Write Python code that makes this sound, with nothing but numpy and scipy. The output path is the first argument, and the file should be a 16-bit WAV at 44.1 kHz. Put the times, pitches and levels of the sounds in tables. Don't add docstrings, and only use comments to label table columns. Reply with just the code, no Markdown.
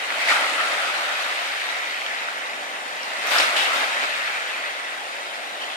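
import sys
import numpy as np
from scipy import signal
from scipy.fft import rfft, irfft
from scipy.io import wavfile
from scipy.ndimage import map_coordinates

SR = 44100
rng = np.random.default_rng(int(sys.argv[2]) if len(sys.argv) > 2 else 0)


def dump_mix(stems):
    frames = np.atleast_2d(stems).T
    limited = np.clip(frames, -1, 1)
    pcm = np.round(limited * 32767).astype(np.int16)
    wavfile.write(sys.argv[1], SR, pcm)


N = 254000
TIME = np.arange(N) / SR
HZ = np.fft.rfftfreq(N, 1 / SR)
PORT_LAG_S = 0.000404


def gain_of(db):
    return 10 ** (np.asarray(db) / 20)


def evened(x):
    return x / np.sqrt(np.mean(x ** 2, axis=-1, keepdims=True) + 1e-20)


def read(points):
    hz, value = np.transpose(points)
    return np.interp(np.log(HZ + 1), np.log(hz + 1), value)


def add(mix, start_s, sound):
    part = mix[max(round(start_s * SR), 0):][:len(sound)]
    part += sound[:len(part)]


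def wavering(per_s):
    steps = rng.standard_normal(1024)
    return np.interp(TIME * per_s, np.arange(len(steps)), steps)


SHORE = np.array([-88, -62, -43, -24, -12, 2, 19, 42, 76])


def lumps(per_s, depth_db):
    steps = np.clip(rng.standard_normal((2048, len(SHORE))).T, -1.4, 1.4)
    heights = gain_of(depth_db * steps)
    return evened(np.array([np.interp(TIME * per_s, np.arange(len(h)), h) for h in heights]))


def grains(low_hz, high_hz, cycles, spread_db, glide, count, size):
    when, where, pitch, chance = rng.random((count, 4)).T
    hz = low_hz * (high_hz / low_hz) ** pitch
    height = hz * gain_of(spread_db * np.minimum(-np.log(1 - chance), 3.6))
    turns = (hz[:, None] * np.arange(size) / SR).astype(np.float32)
    age = turns / cycles
    rings = height[:, None] * np.exp(-age) * np.sin(2 * np.pi * turns * (1 + glide * age))
    start = (where * len(SHORE)).astype(int) * N + (when * (N - size)).astype(int)
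    samples = start[:, None] + np.arange(size)
    out = np.bincount(samples.ravel(), rings.ravel(), len(SHORE) * N)
    return evened(out.reshape(-1, N))


def seethe(near, blur_db):
    return evened(near + gain_of(blur_db) * rng.standard_normal(near.shape))


def resonate(x, hz, width_hz):
    turn = np.exp(2j * np.pi * np.cumsum(hz) / SR)
    r = np.exp(-np.pi * width_hz / SR)
    smooth = signal.lfilter([1 - r], [1, -r], x / turn)
    return 2 * (turn * smooth).real


def facing(bearing_deg, width_deg, around_db):
    focus = np.exp(-((SHORE[:, None] - bearing_deg) / width_deg) ** 2) + 1e-9
    power = focus / focus.sum(0) + gain_of(around_db) ** 2 / len(SHORE)
    return np.sqrt(power / power.sum(0))


def from_shore(stretches, colour):
    lag_s = -PORT_LAG_S * np.sin(np.radians(SHORE))
    spectrum = rfft(stretches) * evened(gain_of(read(colour)))
    left = spectrum.sum(0)
    right = (spectrum * np.exp(-2j * np.pi * lag_s[:, None] * HZ)).sum(0)
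    return irfft(np.array([left, right]), N)


def from_left(x, low_hz):
    thin = signal.sosfilt(signal.butter(3, low_hz, "high", fs=SR, output="sos"), x)
    return np.array([thin, np.interp(TIME - PORT_LAG_S, TIME, thin)])


# break_s, strength_db, build_s, drained_after_s, bearing_deg (left negative), backwash_pitch_hz
WAVES = [(0.31, -0.48, 0.57, 2.09, -5.5, 2030), (3.33, 0.4, 0.24, 1.24, -34, 2150),
         (6.05, -3, 0.23, 2, -25, 2100)]
# pitch_hz, relative level_db (per Hz)
WASH = [(30, -57), (65, -34), (115, -41.5), (180, -19), (260, -10.5), (430, -7.5), (600, 0.3), (800, 2),
        (1050, -3.5), (1400, -2.5), (2700, -7), (3800, -24), (6000, -18.5), (9700, -24), (11000, -24.5),
        (14500, -46)]


def wash(calm_db=-40.0, swell_db=-37.0, lead_s=0.35, spread_s=0.62):
    swell = sum(gain_of(wave[1]) ** 2 * np.exp(-((TIME - wave[0] + lead_s) / spread_s) ** 2)
                for wave in WAVES)
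    gain = np.sqrt(gain_of(calm_db) ** 2 + gain_of(swell_db) ** 2 * swell)
    rush = rng.standard_normal((len(SHORE), N)) * lumps(per_s=8.0, depth_db=-2.5)
    return from_shore(rush * gain * facing(bearing_deg=-84.0, width_deg=30, around_db=0.0), WASH)


# time_s, level_db
FIZZ_LEVEL = [(0, -34.5), (0.22, -35), (0.7, -34), (1.3, -31), (2.1, -35.5), (2.7, -41.5), (3.05, -38),
              (3.75, -34.5), (4.2, -34), (5.1, -43), (5.4, -40.5), (5.76, -48)]


def fizz():
    bursts = grains(low_hz=2970, high_hz=4480, cycles=3.9, spread_db=0.5, glide=0, count=16000, size=200)
    pops = seethe(bursts, blur_db=-16.5)
    gain = gain_of(np.interp(TIME, *np.transpose(FIZZ_LEVEL)))
    colour = [(200, -52), (2200, 7.0), (3200, -2.5), (4200, -5.0), (5500, 1.5), (14500, -1.0)]
    return from_shore(pops * gain * facing(bearing_deg=-66, width_deg=100, around_db=-5.0), colour)


def surge(wave, db, lead_s, build_db, hold_s, drain_db, settle_db_per_s):
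    start_s, strength_db, build_s, drain_s = wave[:4]
    age = TIME - start_s
    build = build_db * np.maximum(-age - lead_s, 0) / build_s
    drain = drain_db * np.clip((age - hold_s) / max(drain_s - hold_s, 1e-3), 0, 1)
    settle = settle_db_per_s * np.maximum(age - drain_s, 0)
    return gain_of(db + strength_db - build - drain - settle)


# pitch_hz, relative level_db (per Hz)
PEBBLES = [(120, -65), (260, -24.5), (600, -3), (1000, 0.5), (1400, 1), (1650, 2.5), (2000, 3), (2700, -4),
           (3800, -22), (6000, -14.5), (9700, -29), (14500, -59)]


def pebbles():
    clicks = grains(low_hz=1200, high_hz=9000, cycles=2.8, spread_db=3.2, glide=0, count=20000, size=160)
    rattle = seethe(clicks, blur_db=2.5) * lumps(per_s=35, depth_db=-0.5)
    surges = [surge(wave, db=-30.0, lead_s=0.058, build_db=8.5, hold_s=0.62, drain_db=4.0,
                    settle_db_per_s=10.5) for wave in WAVES]
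    gain = np.linalg.norm(surges, axis=0)
    return from_shore(rattle * gain * facing(bearing_deg=-60, width_deg=57.0, around_db=-2.0), PEBBLES)


# start_s, level_db (at the
# first instant, before the bass cut), pitch_hz
KNOCKS = [(0.104, -11.5, 2020), (0.2862, -7, 1890), (0.4444, -13, 2040), (0.4664, -9, 2040),
          (2.018, -15, 2230), (2.064, -15, 3300), (2.111, -17, 2000), (2.2862, -10, 1440),
          (2.5334, -20, 2390), (3.032, -22, 5500), (3.3855, -9, 5130), (3.4, -9, 2950), (3.4056, -12, 4530),
          (3.564, -12, 2780), (4.0024, -18, 2090), (4.503, -24, 2570), (4.6394, -19, 2170),
          (4.706, -20, 2000)]


def knocks(decay_s=0.0014, partner=0.91):
    out, t = np.zeros(N), TIME[:512]
    for start_s, level_db, hz in KNOCKS:
        ring = np.sin(2 * np.pi * hz * t) + 0.075 * np.sin(2 * np.pi * hz * partner * t)
        add(out, start_s, gain_of(level_db) * ring * np.exp(-t / decay_s))
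    return from_left(out, low_hz=1300)


# start_s, level_db (before the bass cut), length_s
MISTS = [(3.283, -33, 0.078), (3.6, -47, 0.1), (3.723, -40, 0.07)]


def mists(fade_s=0.028, rise_s=0.02):
    gain = 0
    for start_s, level_db, length_s in MISTS:
        rise = np.clip((TIME - start_s) / rise_s, 0, 1)
        fade = np.exp(-np.maximum(TIME - start_s - length_s, 0) / fade_s)
        gain = gain + gain_of(level_db) * rise * fade
    return from_left(gain * rng.standard_normal(N), low_hz=11025)


# start_s, level_db (of the tick, before the bass cut)
SPITS = [(3.2702, -23)]


def spits(decay_s=0.0009, mist_db=-20, mist_decay_s=0.08):
    out, t = np.zeros(N), TIME[:8192]
    for start_s, level_db in SPITS:
        shape = np.exp(-t / decay_s) + gain_of(mist_db) * np.exp(-t / mist_decay_s)
        add(out, start_s, gain_of(level_db) * rng.standard_normal(len(t)) * shape)
    return from_left(out, low_hz=4000)


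BACKWASH_DB, BACKWASH_WIDTH_HZ, BACKWASH_WANDER_HZ = -33, 1100, 190
BACKWASH_PEAK_SHARE, BACKWASH_SPREAD_SHARE = 0.77, 0.31
BACKWASH_SAG_HZ = 356


def backwash():
    flow, pitch = 0, WAVES[0][5]
    for start_s, strength_db, _, drain_s, _, hz in WAVES:
        past_peak = (TIME - start_s) / drain_s - BACKWASH_PEAK_SHARE
        flow = flow + gain_of(strength_db) * np.exp(-.5 * (past_peak / BACKWASH_SPREAD_SHARE) ** 2)
        pitch = np.where(TIME >= start_s, hz - BACKWASH_SAG_HZ * past_peak, pitch)
    pitch = pitch + BACKWASH_WANDER_HZ * wavering(per_s=30)
    pops = rng.standard_normal((len(SHORE), N)) * lumps(per_s=40, depth_db=4.5)
    once = resonate(pops, pitch, BACKWASH_WIDTH_HZ)
    trickle = evened(resonate(once, pitch, BACKWASH_WIDTH_HZ))
    return gain_of(BACKWASH_DB) * trickle * flow


# peak_s, level_db, pitch_hz, rise_s, fade_s
GURGLES = [(0.02, -36, 2360, 0.031, 0.2), (0.1, -29, 1320, 0.026, 0.062), (0.23, -27.5, 2230, 0.084, 0.071),
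           (0.24, -37, 4000, 0.094, 0.26), (0.305, -20, 1900, 0.03, 0.056), (0.31, -32, 3860, 0.03, 0.031),
           (0.325, -21.5, 1390, 0.029, 0.14), (0.42, -28, 2000, 0.031, 0.065),
           (0.6, -29, 1300, 0.033, 0.63), (0.65, -33.5, 700, 0.067, 0.59), (1.25, -38, 1860, 0.04, 0.044),
           (2.2, -39, 2000, 0.11, 0.25), (2.95, -43, 1850, 0.11, 0.12), (3.02, -35.5, 2800, 0.077, 0.15),
           (3.05, -41, 4060, 0.13, 0.22), (3.272, -33.5, 5560, 0.005, 0.078),
           (3.318, -28, 2010, 0.011, 0.031), (3.325, -27, 710, 0.012, 0.046),
           (3.345, -24, 1390, 0.035, 0.2), (3.4, -27, 666, 0.02, 0.028), (3.386, -28, 5200, 0.008, 0.042),
           (3.405, -29, 1940, 0.022, 0.088), (3.585, -26, 2700, 0.022, 0.091),
           (3.64, -24, 2000, 0.028, 0.1), (3.72, -32, 1350, 0.059, 0.63), (3.76, -34.5, 685, 0.051, 0.18),
           (3.77, -42, 2200, 0.044, 0.12), (4.04, -40, 3700, 0.04, 0.09), (4.16, -41, 2300, 0.02, 0.019),
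           (4.26, -34.5, 2270, 0.035, 0.11), (4.53, -37, 2450, 0.045, 0.095),
           (4.64, -36, 2080, 0.023, 0.062), (5.2, -41, 2170, 0.088, 0.3), (5.35, -49, 5100, 0.022, 0.08),
           (5.42, -42, 760, 0.17, 0.7), (5.61, -39, 1100, 0.04, 0.25), (5.64, -35.5, 2900, 0.18, 0.43),
           (5.66, -47.5, 3940, 0.11, 0.18), (5.645, -36, 1850, 0.05, 0.088)]


def gurgles(width_hz=280, width_share=0.21, wander=0.023):
    out = np.zeros((len(SHORE), N))
    pops = rng.standard_normal(out.shape) * lumps(per_s=58, depth_db=5.5)
    for peak_s, level_db, hz, rise_s, fade_s in GURGLES:
        span = (TIME > peak_s - rise_s) & (TIME < peak_s + 4 * fade_s)
        age = TIME[span] - peak_s
        pitch = hz * (1 + wander * wavering(per_s=31)[span])
        width = width_hz + width_share * hz
        cloud = evened(resonate(resonate(pops[:, span], pitch, width), pitch, width))
        swell = np.minimum(1 + age / rise_s, np.exp(-age / fade_s))
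        out[:, span] += cloud * gain_of(level_db) * swell
    return out


PEEL_DEGREES = -55


def whereabouts(width_deg, around_db):
    bearing = np.full(N, float(WAVES[0][4]))
    for start_s, _, _, drain_s, first_bearing, _ in WAVES:
        peeled = first_bearing + PEEL_DEGREES * np.minimum((TIME - start_s) / drain_s, 1)
        bearing = np.where(TIME >= start_s, peeled, bearing)
    return facing(bearing, width_deg, around_db)


def bubbling():
    moving = gurgles() * whereabouts(width_deg=47, around_db=-7.0)
    draining = backwash() * facing(bearing_deg=-66, width_deg=22, around_db=-16.0)
    return from_shore(moving + draining, [(150, -39), (700, -2)])


# pitch_hz, relative level_db (per Hz)
CHURN = [(120, -103), (180, -25), (260, -11), (430, -10.5), (600, -0.5), (760, 0), (1000, -3), (1400, 1.5),
         (2000, 2), (3800, -5), (6000, -18.5), (9700, -16.5), (11000, -31.5), (14500, -26.5)]


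def churn():
    bubbles = grains(low_hz=348.0, high_hz=3078, cycles=9.6, spread_db=1.45, glide=0.0098,
                     count=7000, size=1100)
    foam = grains(low_hz=2880, high_hz=14100, cycles=2.6, spread_db=0.5, glide=0, count=30000, size=64)
    water = seethe(gain_of(-9.0) * bubbles + foam, blur_db=2.0) * lumps(per_s=24, depth_db=0.6)
    surges = [surge(wave, db=-25.5, lead_s=0.0047, build_db=13.5, hold_s=0.28, drain_db=10.5,
                    settle_db_per_s=1.0) for wave in WAVES]
    gain = np.linalg.norm(surges, axis=0)
    return from_shore(water * gain * whereabouts(width_deg=50.0, around_db=-2.5), CHURN)


# full_s, level_db, rise_s, length_s, foam_db (on the treble), bearing_deg (left negative)
SPLASHES = [(0.112, -36, 0.0092, 0.012, -7, -12), (0.284, -35, 0.014, 0.0053, 11, -17),
            (0.3, -25.5, 0.046, 0.02, 8, -6), (0.34, -30, .01, 0.088, -15, 5),
            (3.27, -38, 0.002, 0.02, 7, -30), (3.314, -24, 0.009, 0.007, 7, -30),
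            (3.333, -26, 0.008, 0.02, 7, -24), (3.357, -22.5, 0.0048, 0.012, 4.5, -24),
            (3.385, -32, 0.007, 0.0037, 16, -62), (3.399, -21, 0.0031, 0.0071, 4, -57),
            (3.564, -25, 0.0022, 0.003, 10.5, -59), (3.583, -26.5, 0.0098, 0.014, 1.5, -61),
            (3.613, -34, 0.0046, 0.023, 11, -11), (3.737, -28, 0.015, 0.044, 4, -40),
            (3.804, -27.5, 0.015, 0.044, -1, -50), (4.033, -25.5, 0.015, 0.016, -15, -47),
            (5.615, -39.5, .07, 0.091, 0, -47)]
# pitch_hz, relative level_db (per Hz)
SPLASH = [(120, -62), (180, -48), (260, -2), (430, -5), (600, 5), (850, 7.5), (1400, 5.5), (2000, 5),
          (3800, -0.5), (5300, -8.5), (6300, -14.5), (9700, -14.5), (11000, -24), (14500, -26)]


def splashes(fall_s=0.0079, foam_fall_s=0.063, spray_hz=4000):
    body, spray = 0, 0
    for full_s, level_db, rise_s, length_s, foam_db, bearing in SPLASHES:
        since_end = np.maximum(TIME - full_s - length_s, 0)
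        rise = np.clip(1 + (TIME - full_s) / rise_s, 0, 1)
        place = facing(bearing, width_deg=41, around_db=-16.5)
        power = (gain_of(level_db) * rise) ** 2 * place ** 2
        body = body + power * np.exp(-2 * since_end / fall_s)
        spray = spray + power * (gain_of(foam_db) ** 2 * np.exp(-2 * since_end / foam_fall_s))
    rings = grains(low_hz=570, high_hz=7300, cycles=9.3, spread_db=2.5, glide=0.013, count=9000, size=400)
    drops = seethe(rings, blur_db=9.5)
    dull = signal.sosfilt(signal.butter(1, spray_hz, fs=SR, output="sos"), drops)
    bright = drops - dull
    return from_shore(dull * np.sqrt(body) + bright * np.sqrt(spray), SPLASH)


BOUNCE_S, BOUNCE_TOP_HZ = 0.001536, 4470


def bounced(x, share=0.11):
    echo = share * np.exp(-2j * np.pi * HZ * BOUNCE_S) / (1 + (HZ / BOUNCE_TOP_HZ) ** 4)
    return irfft(rfft(x) * (1 + echo), N)


def patchy(x, patch_db=1.1, patch_hz=260, patch_s=0.05):
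    hz, t, spectra = signal.stft(x, SR, nperseg=512, noverlap=384)
    field = rng.standard_normal((256, 512))
    place = np.meshgrid(hz / patch_hz, t / patch_s, indexing="ij")
    patches = evened(map_coordinates(field, place, order=3, mode="wrap"))
    uneven = spectra * gain_of(patch_db * patches)
    return signal.istft(uneven, SR, nperseg=512, noverlap=384)[1][:, :N]


def scene():
    waterline = patchy(bounced(churn() + bubbling()) + fizz() + pebbles())
    return wash() + waterline + splashes() + spits() + mists() + knocks()


# pitch_hz, width_hz, level_db
HOUSING = [(567, 27, 1.5), (1980, 43, 1), (3720, 59, 4), (4910, 23, 4.5)]
# pitch_hz, level_db (left minus right)
PORTS = [(210, 0.5), (360, -2), (520, 3), (750, -1), (1100, 0), (2200, 0), (3000, 2.5), (3800, 5.5),
         (4600, 5), (5700, -5), (7500, -0.5), (11000, 0), (12400, 14), (14500, 5)]
# pitch_hz, phase_rad (by which left leads)
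PORT_PHASE = [(200, 0.5), (700, -0.54), (950, 0.13), (1250, 0.45), (2000, 0.3), (2500, 0.19), (2900, 0.36),
              (3400, 0.33), (4200, 0.33)]
EDGE_HZ = 14800


def record(dry):
    housing_db = sum(db * np.exp(-((HZ - hz) / width) ** 2) for hz, width, db in HOUSING)
    sides = np.array([[.5], [-.5]])
    tilt = gain_of(sides * read(PORTS)) * np.exp(1j * sides * read(PORT_PHASE))
    tilt = tilt / np.sqrt(np.mean(abs(tilt) ** 2, axis=0))
    heard = irfft(rfft(dry) * gain_of(housing_db) * tilt, N)
    band = signal.firwin(511, EDGE_HZ, window=("kaiser", 9), fs=SR)
    return signal.oaconvolve(heard, band[None], "same")


dry = scene()
out = record(dry)
dump_mix(out)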